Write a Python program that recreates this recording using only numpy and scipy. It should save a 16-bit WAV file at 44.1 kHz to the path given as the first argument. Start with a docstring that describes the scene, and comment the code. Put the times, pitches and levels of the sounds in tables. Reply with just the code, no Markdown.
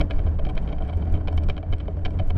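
"""A small camera clamped to a bicycle's handlebar, riding over packed snow, hears through the frame.
From the start the fork hums near 80 Hz (a wavering sine), a frame tube drones (a resonator fed with noise),
and the tyres rumble (bands of noise) and crunch (random grains ringing the housing's modes).
Within milliseconds come the loose mount's knocks, mostly twice in quick succession: each a run of touches on
the same modes, with a buzz of grainy noise dying away from the same moment. Bumps swing the bar (soft pushes
on a resonator), and thin dry ticks (clicks) join later."""
import sys
import numpy as np
from scipy import signal
from scipy.io import wavfile

SR = 44100
rng = np.random.default_rng(int(sys.argv[2]) if len(sys.argv) > 2 else 0)


def dump_mix(stems):
    """Bounce the given channels to the path in sys.argv[1] as a 16-bit WAV at rate SR."""
    frames = np.atleast_2d(stems).T  # one column per channel
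    limited = np.clip(frames, -1, 1)  # hard clip at full scale
    pcm = np.round(limited * 32767).astype(np.int16)
    wavfile.write(sys.argv[1], SR, pcm)


N = 104605  # length [samples]


def from_db(db):
    """Logarithmic level: the amplitude ratio of a level in dB."""
    return 10 ** (np.asarray(db) / 20)


def rms_one(x):
    """Normalisation: the signal scaled to an rms of 1."""
    return x / np.sqrt(np.mean(x ** 2) + 1e-20)


def in_time(rows):
    """Linear interpolation: each column of a curve, one value per sample."""
    s, *columns = np.transpose(rows)
    return [np.interp(np.arange(N) / SR, s, column) for column in columns]


def drift(rate_hz):
    """Low-passed noise: a slow random curve of rms 1, from two equal poles at rate_hz."""
    step = 40  # samples between the computed points
    pole = np.exp(-2 * np.pi * rate_hz * step / SR)
    settle = 2000  # points dropped while the filter settles
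    noise = rng.standard_normal(N // step + settle + 2)
    slow = signal.lfilter([1], [1, -2 * pole, pole * pole], noise)[settle:]
    return np.interp(np.arange(N) / step, np.arange(len(slow)), rms_one(slow))


def clicks_at(s, size):
    """Impulse train: single-sample clicks at the given times [s]."""
    out = np.zeros(N)
    places = np.clip((np.asarray(s) * SR).astype(int), 0, N - 1)
    np.add.at(out, places, size)
    return out


def ring(excitation, hz, t60):
    """Damped resonance: a unit click sets off a sine of height 1 that falls by 60 dB in t60 [s]."""
    decay = from_db(-60 / (t60 * SR))  # per sample
    turn = 2 * np.pi * hz / SR  # phase per sample [rad]
    feedback = [1, -2 * decay * np.cos(turn), decay * decay]
    return signal.lfilter([0, np.sin(turn)], feedback, excitation + 1e-18)


def dull(x, hz):
    """Low-pass filtering: second order, loses the treble above hz."""
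    return signal.sosfilt(signal.butter(2, hz, fs=SR, output="sos"), x)


# hum of the fork: (time [s], level before flutter [dB], pitch before waver [Hz])
FORK_HUM = [(0.0, -29, 79), (0.07, -30, 84.5), (0.14, -40, 85), (0.26, -21.5, 79.3), (0.33, -26.5, 81.2),
            (0.43, -32, 72.1), (0.51, -35, 71.1), (0.55, -43, 72.9), (0.64, -32, 79.1), (0.66, -34, 79.05),
            (0.74, -34.5, 74.25), (0.79, -27.5, 72.9), (0.84, -22.5, 73.8), (0.91, -32.5, 74.6),
            (0.96, -23.5, 77.7), (1.14, -24.5, 76.55), (1.17, -39, 78), (1.21, -29, 82), (1.27, -30, 81.3),
            (1.29, -39, 81.7), (1.34, -20, 81.7), (1.43, -26, 79.3), (1.46, -30, 83.3), (1.49, -35, 82.6),
            (1.55, -52, 84.66), (1.6, -25.5, 78.9), (1.64, -43, 79), (1.71, -20.5, 77.7), (1.75, -29, 80.7),
            (1.79, -37.5, 80.56), (2.01, -27, 80.57), (2.06, -36.5, 82.9), (2.21, -24.5, 84.56),
            (2.26, -46.5, 83.74), (2.29, -23.5, 82.9), (2.36, -19, 80.5)]
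FORK_WAVER_HZ, FORK_FLUTTER_DB = 4.73, 2.5  # rms of the random pitch and level changes


def fork():
    """Frequency and amplitude modulation: a near sine wavers in pitch and level."""
    level_db, hz = in_time(FORK_HUM)
    phase = 2 * np.pi * np.cumsum(hz + FORK_WAVER_HZ * drift(9.84)) / SR
    level_db = level_db + FORK_FLUTTER_DB * drift(21)
    return np.sqrt(2) * from_db(level_db) * np.sin(phase)


# drone of a frame tube: (time [s], level before the gain [dB])
DRONE_LEVEL = [(0.0, -18.5), (0.07, -56), (0.41, -46.5), (0.48, -34), (0.55, -45.5), (1.06, -42),
               (1.09, -35), (1.59, -43.5), (1.62, -55), (1.72, -44), (2.35, -41.5), (2.37, -45)]
DRONE_HZ, DRONE_T60_S, DRONE_GAIN_DB = 296.3, 0.13, -4.5


def drone():
    """Sustained resonance: road noise keeps one long mode of the frame ringing."""
    level_db, = in_time(DRONE_LEVEL)
    road_noise = rng.standard_normal(N + SR)
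    tube = ring(road_noise, DRONE_HZ, DRONE_T60_S)[SR:]  # without its first second of build-up
    return from_db(level_db + DRONE_GAIN_DB) * rms_one(tube)


# tyre rumble: (time [s], level before the gain [dB])
RUMBLE_LEVEL = [(0.0, -29), (0.08, -38), (0.49, -35.5), (1.04, -34), (1.16, -31), (1.23, -38.5),
                (1.27, -34.5), (1.35, -37.5), (1.5, -33.5), (1.6, -41), (1.74, -34), (1.75, -35.5),
                (2.04, -38.5), (2.05, -35), (2.12, -38), (2.21, -35), (2.34, -40), (2.36, -34)]
# spectrum of the rumble: (frequency [Hz], relative density [dB per Hz])
RUMBLE_SPECTRUM = [(12, -13.5), (30, -7), (60, -5.5), (120, -18), (170, -13.5), (245, -31.5), (330, -28.5),
                   (480, -33), (900, -43.5), (1900, -55), (4000, -74), (8000, -79.5), (15000, -103)]
RUMBLE_GAIN_DB, RUMBLE_PATCHY_DB = 8, 1.5


def rumble():
    """Band-filtered noise: third-octave bands flicker partly together, partly each on its own."""
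    rumble_db, = in_time(RUMBLE_LEVEL)
    hz, density_db = np.transpose(RUMBLE_SPECTRUM)
    together = drift(6)
    edges = 11 * 2 ** np.arange(0, 10.6, 1 / 3)  # [Hz]
    white = rng.standard_normal((2, N + SR))  # neighbouring bands take different noise
    out = 0
    for k, (low, high) in enumerate(zip(edges, edges[1:])):
        band_filter = signal.butter(2, [low, high], "band", fs=SR, output="sos")
        band = signal.sosfilt(band_filter, white[k % 2])[SR:]
        level_db = np.interp(np.log(low * high) / 2, np.log(hz), density_db)  # at the band's centre
        flicker_db = RUMBLE_PATCHY_DB * (1.3 * together + drift(11.3))
        out = out + from_db(level_db + flicker_db) * band
    return from_db(rumble_db + RUMBLE_GAIN_DB) * rms_one(out)


# hardness of the snow crunch: (time [s], relative level [dB])
CRUNCH_LEVEL = [(0.0, -55), (0.11, -42), (0.21, -45.5), (0.51, -56), (0.62, -44), (1.31, -45.5),
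                (1.69, -49.5), (2.36, -48.5)]
# modes of the housing, which the knocks ring too, slightly detuned:
# low modes: (frequency [Hz], relative level [dB], decay time t60 [s])
LOW_MODES = [(292.2, -4, 0.18), (422, -4.5, 0.11), (580.7, -2.5, 0.1), (648.4, -4, 0.15),
             (742.2, -0.5, 0.056), (1013, -4, 0.025), (1511, -1, 0.0094)]
# middle modes: (frequency [Hz], relative level [dB], decay time t60 [s])
MID_MODES = [(1665, -7.5, 0.016), (2307, -4, 0.028), (2430, -11, 0.023), (3068, -7.5, 0.02),
             (3107, -7, 0.027), (3682, -13.5, 0.01)]
# top modes: (frequency [Hz], relative level [dB], decay time t60 [s])
TOP_MODES = [(4545, -23, 0.012), (4610, -26.5, .012), (5310, -32.5, 0.019), (5880, -33, 0.0077),
             (6900, -41, 0.0064)]
GRAINS_PER_S, GRAIN_SIZE_DB, CRUNCH_SURGE_DB = 700, 3.5, 4.5  # rate between surges, size scatter, surge rms
CRUNCH_LOW_DB, CRUNCH_MID_DB, CRUNCH_TOP_DB = -1, -21, -33  # balance of the mode groups


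def crunch():
    """Random impulses on resonances: snow grains break in surges, each ringing every mode by chance."""
    level_db, = in_time(CRUNCH_LEVEL)
    grain_rate = GRAINS_PER_S * from_db(CRUNCH_SURGE_DB * drift(14))
    born = np.flatnonzero(rng.random(N) < grain_rate / SR)
    sizes = from_db(GRAIN_SIZE_DB * np.minimum(rng.exponential(1, N), 5))[born]
    chance = rng.standard_normal((N // 8, 24))  # (grain, mode)
    groups = ((LOW_MODES, CRUNCH_LOW_DB), (MID_MODES, CRUNCH_MID_DB), (TOP_MODES, CRUNCH_TOP_DB))
    out, k = 0, 0
    for modes, gain_db in groups:
        rings = 0
        for hz, mode_db, t60 in modes:
            grains = clicks_at(born / SR, sizes * chance[:len(born), k])
            rings = rings + from_db(mode_db) * ring(grains, hz, t60)
            k += 1
        out = out + from_db(gain_db) * rms_one(rings)
    return from_db(level_db) * out


# knocks of the mount, levels before the gains:
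# (time [s], level [dB], extra of the low modes [dB], of the top modes [dB], of the ping [dB])
MOUNT_KNOCKS = [(0.0034, -27.5, -5.5, -21, -42), (0.0107, -20, -4.5, -11, -48), (0.061, -67, 15, -3, -32),
                (0.1003, -44, 9.5, -12, -26), (0.1095, -22.5, -8.5, -31, -48), (0.184, -42, 2.5, -24, -32),
                (0.1919, -37.5, -3, -29, -37), (0.2652, -41.5, 9.5, -27, -44), (0.2728, -40, 0.5, -23, -46),
                (0.3892, -38, 4, -21, -40), (0.3942, -37, 4, -27, -46), (0.424, -56.5, 16.5, -13, -21),
                (0.4509, -33, -2.5, -11, -41), (0.4668, -35, 4.5, -24, -42), (0.489, -37, 3, -15, -33),
                (0.497, -33.5, -1.5, -26, -34.5), (0.5064, -55, 21, -7, -28), (0.552, -42.5, -19, -5, -26),
                (0.5683, -38.5, 6.5, -17, -42), (0.578, -25, -10, -26, -51), (0.6244, -50.5, 10, -10, -20),
                (0.6335, -48, -4, -15, -34), (0.676, -36.5, 1, -32, -54), (0.688, -38, -3.5, -33, -50),
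                (0.7205, -44, 4, -29, -42), (0.7274, -33.5, -1.5, -33, -49), (0.7837, -42, 3.5, -20, -37),
                (0.8033, -51, 14, -21, -35), (0.814, -53.5, 20.5, -20.5, -38),
                (0.822, -39.5, 3, -22, -30.5), (0.8384, -52, -4, -13.5, -20), (0.879, -45, -3.5, -9.5, -25),
                (0.8885, -40, 0.5, -16, -48), (0.897, -36, 2, -28, -39.5), (0.929, -44, 7.5, -28.5, -29),
                (0.9348, -39, -2.5, -24, -36), (1.0205, -42.5, 0, -25.5, -45),
                (1.0241, -43.5, 6, -23.5, -45), (1.1402, -35.5, -0.5, -26, -43),
                (1.151, -38.5, 0, -43, -52), (1.1645, -45.5, -5, -20, -48), (1.1751, -48, 12.5, -26, -47),
                (1.2092, -53.5, 15.5, -28.5, -38), (1.2733, -31.5, -0.5, -12, -42),
                (1.2824, -26, -2.5, -29, -57), (1.3278, -47.5, 10.5, -1, -19), (1.3389, -51, 4.5, -6, -37),
                (1.3468, -56.5, 13, -5, -19), (1.3784, -27.5, -3.5, -11.5, -45), (1.4244, -49, 8, -16, -25),
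                (1.4359, -41, -13, -3, -24), (1.475, -65, -2, -22, -33), (1.487, -31.5, 2, -8, -45),
                (1.499, -22.5, -10, -16, -57), (1.543, -53, -4, -16, -45), (1.5666, -35.5, -1, -26, -47),
                (1.5796, -31, -2.5, -36, -46), (1.6296, -41.5, 6.5, -30, -39),
                (1.6797, -59, 10.5, -19, -24), (1.727, -32.5, 0, -13, -48), (1.734, -28.5, -7, -24, -42),
                (1.784, -45, -5, -7.5, -23.5), (1.7996, -39.5, -10, -40, -37.5),
                (1.8047, -34.5, -4, -38, -48), (1.881, -38, 7.5, -25.5, -54), (1.9697, -54.5, 16, -11, -38),
                (2.051, -26, -11.5, -10, -45), (2.058, -20.5, -7.5, -23, -52), (2.08, -57, 22, -15, -20),
                (2.1067, -45, 2.5, -5, -23), (2.137, -52, 8, -21, -33), (2.1751, -50, -3, -15, -53),
                (2.1907, -34.5, -2.5, -12.5, -42), (2.1968, -30.5, 3, -30, -43),
                (2.3002, -38.5, 2.5, -19, -45), (2.3052, -31, -0.5, -30, -39), (2.3576, -54, 2, -13, -39),
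                (2.3655, -39, 8.5, -17, -31)]
# the housing's highest mode: (frequency [Hz], relative level [dB], decay time t60 [s])
PING_MODE = [(8330, 4.7, 0.0056)]
KNOCK_GAIN_DB, LOW_GAIN_DB, TOP_GAIN_DB, PING_GAIN_DB = -4, 0.5, 23.5, 14
TOUCHES, CHATTER_S, CHATTER_LOSS_DB = 6, .0014, 4  # per knock, mean gap, loss per touch
SPREAD_DB, DETUNE = 0.5, 0.011  # level scatter, pitch shift as a fraction
LOW_SOFT_HZ, MID_SOFT_HZ, TOP_SOFT_HZ = 1740, 3900, 9000  # the soft contact dulls each group above these
CASE_SOFT_HZ = 9000


def knocks():
    """Modal excitation by repeated impact: each knock is a ragged run of touches ringing every mode."""
    s, knock_db, low_db, top_db, ping_db = np.transpose(MOUNT_KNOCKS)
    shape = (len(s), TOUCHES)
    lag = np.cumsum(rng.uniform(.3, 1.7, shape) * CHATTER_S, axis=1) - CHATTER_S
    touch_s = s[:, None] + lag
    sign = np.where(np.arange(TOUCHES) == 0, 1, rng.choice([-1, 1], shape))
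    chance = rng.standard_normal((len(s), 24, TOUCHES))  # (knock, mode, touch)
    sharp = rng.random(shape) < 1 / 2  # these touches ring a little sharp, the others flat
    loss_db = CHATTER_LOSS_DB * np.arange(TOUCHES)
    # (modes, extra level [dB], softness [Hz], whether the modes alternate in sign)
    groups = ((LOW_MODES, low_db + LOW_GAIN_DB, LOW_SOFT_HZ, True),
              (MID_MODES, 0 * s, MID_SOFT_HZ, False),
              (TOP_MODES, top_db + TOP_GAIN_DB, TOP_SOFT_HZ, True),
              (PING_MODE, ping_db + PING_GAIN_DB, TOP_SOFT_HZ, True))
    out, k = 0, 0
    for modes, extra_db, soft_hz, alternate in groups:
        group = 0
        for hz, mode_db, t60 in modes:
            strike_db = (knock_db + extra_db)[:, None] + KNOCK_GAIN_DB + mode_db
            size = sign * from_db(strike_db + SPREAD_DB * chance[:, k] - loss_db)
            polarity = (-1) ** k if alternate else 1
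            for half, shift in ((sharp, 1 + DETUNE), (~sharp, 1 - DETUNE)):
                touches = clicks_at(touch_s[half], size[half])
                group = group + polarity * ring(touches, hz * shift, t60)
            k += 1
        out = out + dull(dull(group, soft_hz), CASE_SOFT_HZ)
    return out


# the buzz starts at the times of MOUNT_KNOCKS and follows their levels
BUZZ_DB, BUZZ_T60_S, BUZZ_PER_S = -10.5, 0.061, 980  # level against the knock, decay, contact rate
BUZZ_LOW_HZ, BUZZ_HIGH_HZ = 900, 3530


def buzz():
    """Exponential decay of impact noise: dense tiny contacts die away from the start of every knock."""
    s, knock_db = np.transpose(MOUNT_KNOCKS)[:2]
    starts = clicks_at(s, from_db(knock_db + BUZZ_DB))
    decay = from_db(-60 / (BUZZ_T60_S * SR))  # per sample
    envelope = signal.lfilter([1], [1, -decay], starts + 1e-18)
    contacts = rng.standard_normal(N) * (rng.random(N) < BUZZ_PER_S / SR)
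    band = signal.butter(2, [BUZZ_LOW_HZ, BUZZ_HIGH_HZ], "band", fs=SR, output="sos")
    return dull(signal.sosfilt(band, envelope * rms_one(contacts)), BUZZ_HIGH_HZ)


# bumps under the front wheel: (time [s], relative level [dB])
WHEEL_BUMPS = [(.005, -19.5), (0.149, -9), (0.242, -19), (0.369, -14), (0.432, -10), (0.553, -10),
               (.62, -18.5), (0.698, -20), (.76, -16), (.805, -16), (1.118, -9.5), (1.256, -14.5),
               (1.365, -14.5), (1.469, -10.5), (1.715, -13.5), (2.035, -12), (2.235, -11), (2.283, -10)]
BAR_HZ, BAR_T60_S = 18.1, 0.1
BUMP_SOFT_HZ, BUMP_RISE_S = 45, 0.0091  # softness of the push, its lead on the listed time


def bumps():
    """Impulse response of a damped oscillator: a soft downward push; the bar swings back and settles."""
    s, level_db = np.transpose(WHEEL_BUMPS)
    push = dull(clicks_at(s - BUMP_RISE_S, -from_db(level_db)), BUMP_SOFT_HZ)
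    return 2 * ring(push, BAR_HZ, BAR_T60_S)


# thin dry ticks: (time before the lag [s], level before the gain [dB])
DRY_TICKS = [(0.1286, -77), (0.1638, -76), (0.2504, -75), (0.4436, -72.5), (0.4987, -75), (0.5736, -81.5),
             (0.9719, -66.5), (1.1253, -64.5), (1.3444, -76), (1.3733, -64), (1.4933, -65), (1.6096, -82),
             (1.7196, -70), (2.048, -76), (2.0684, -76), (2.237, -76), (2.2749, -70), (2.2998, -68)]
TICK_GAIN_DB, TICK_LAG_S, TICK_LOW_HZ, TICK_SOFT_HZ = 34.5, 0.00073, 2800, 10300


def ticks():
    """Band-limited impulse: each tick is one thin click of either sign without bass."""
    s, level_db = np.transpose(DRY_TICKS)
    sign = rng.choice([-1, 1], len(s))
    clicks = clicks_at(s + TICK_LAG_S, sign * from_db(level_db + TICK_GAIN_DB))
    soft = dull(clicks + 1e-18, TICK_SOFT_HZ)
    return signal.sosfilt(signal.butter(1, TICK_LOW_HZ, "high", fs=SR, output="sos"), soft)


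def scene():
    """Superposition: all sources add at one microphone in the housing."""
    steady = fork() + drone() + rumble() + crunch()
    struck = knocks() + buzz() + bumps() + ticks()
    return (steady + struck)[None]


MIC_LOW_HZ, CUTOFF_HZ = 8.6, 15800


def record(dry):
    """Band limitation: the microphone loses the slowest swings and the top is cut steeply."""
    felt = signal.sosfilt(signal.butter(2, MIC_LOW_HZ, "high", fs=SR, output="sos"), dry)
    return signal.sosfilt(signal.cheby2(12, 70, CUTOFF_HZ, fs=SR, output="sos"), felt)  # 70 dB down


dry = scene()
out = record(dry)
dump_mix(out)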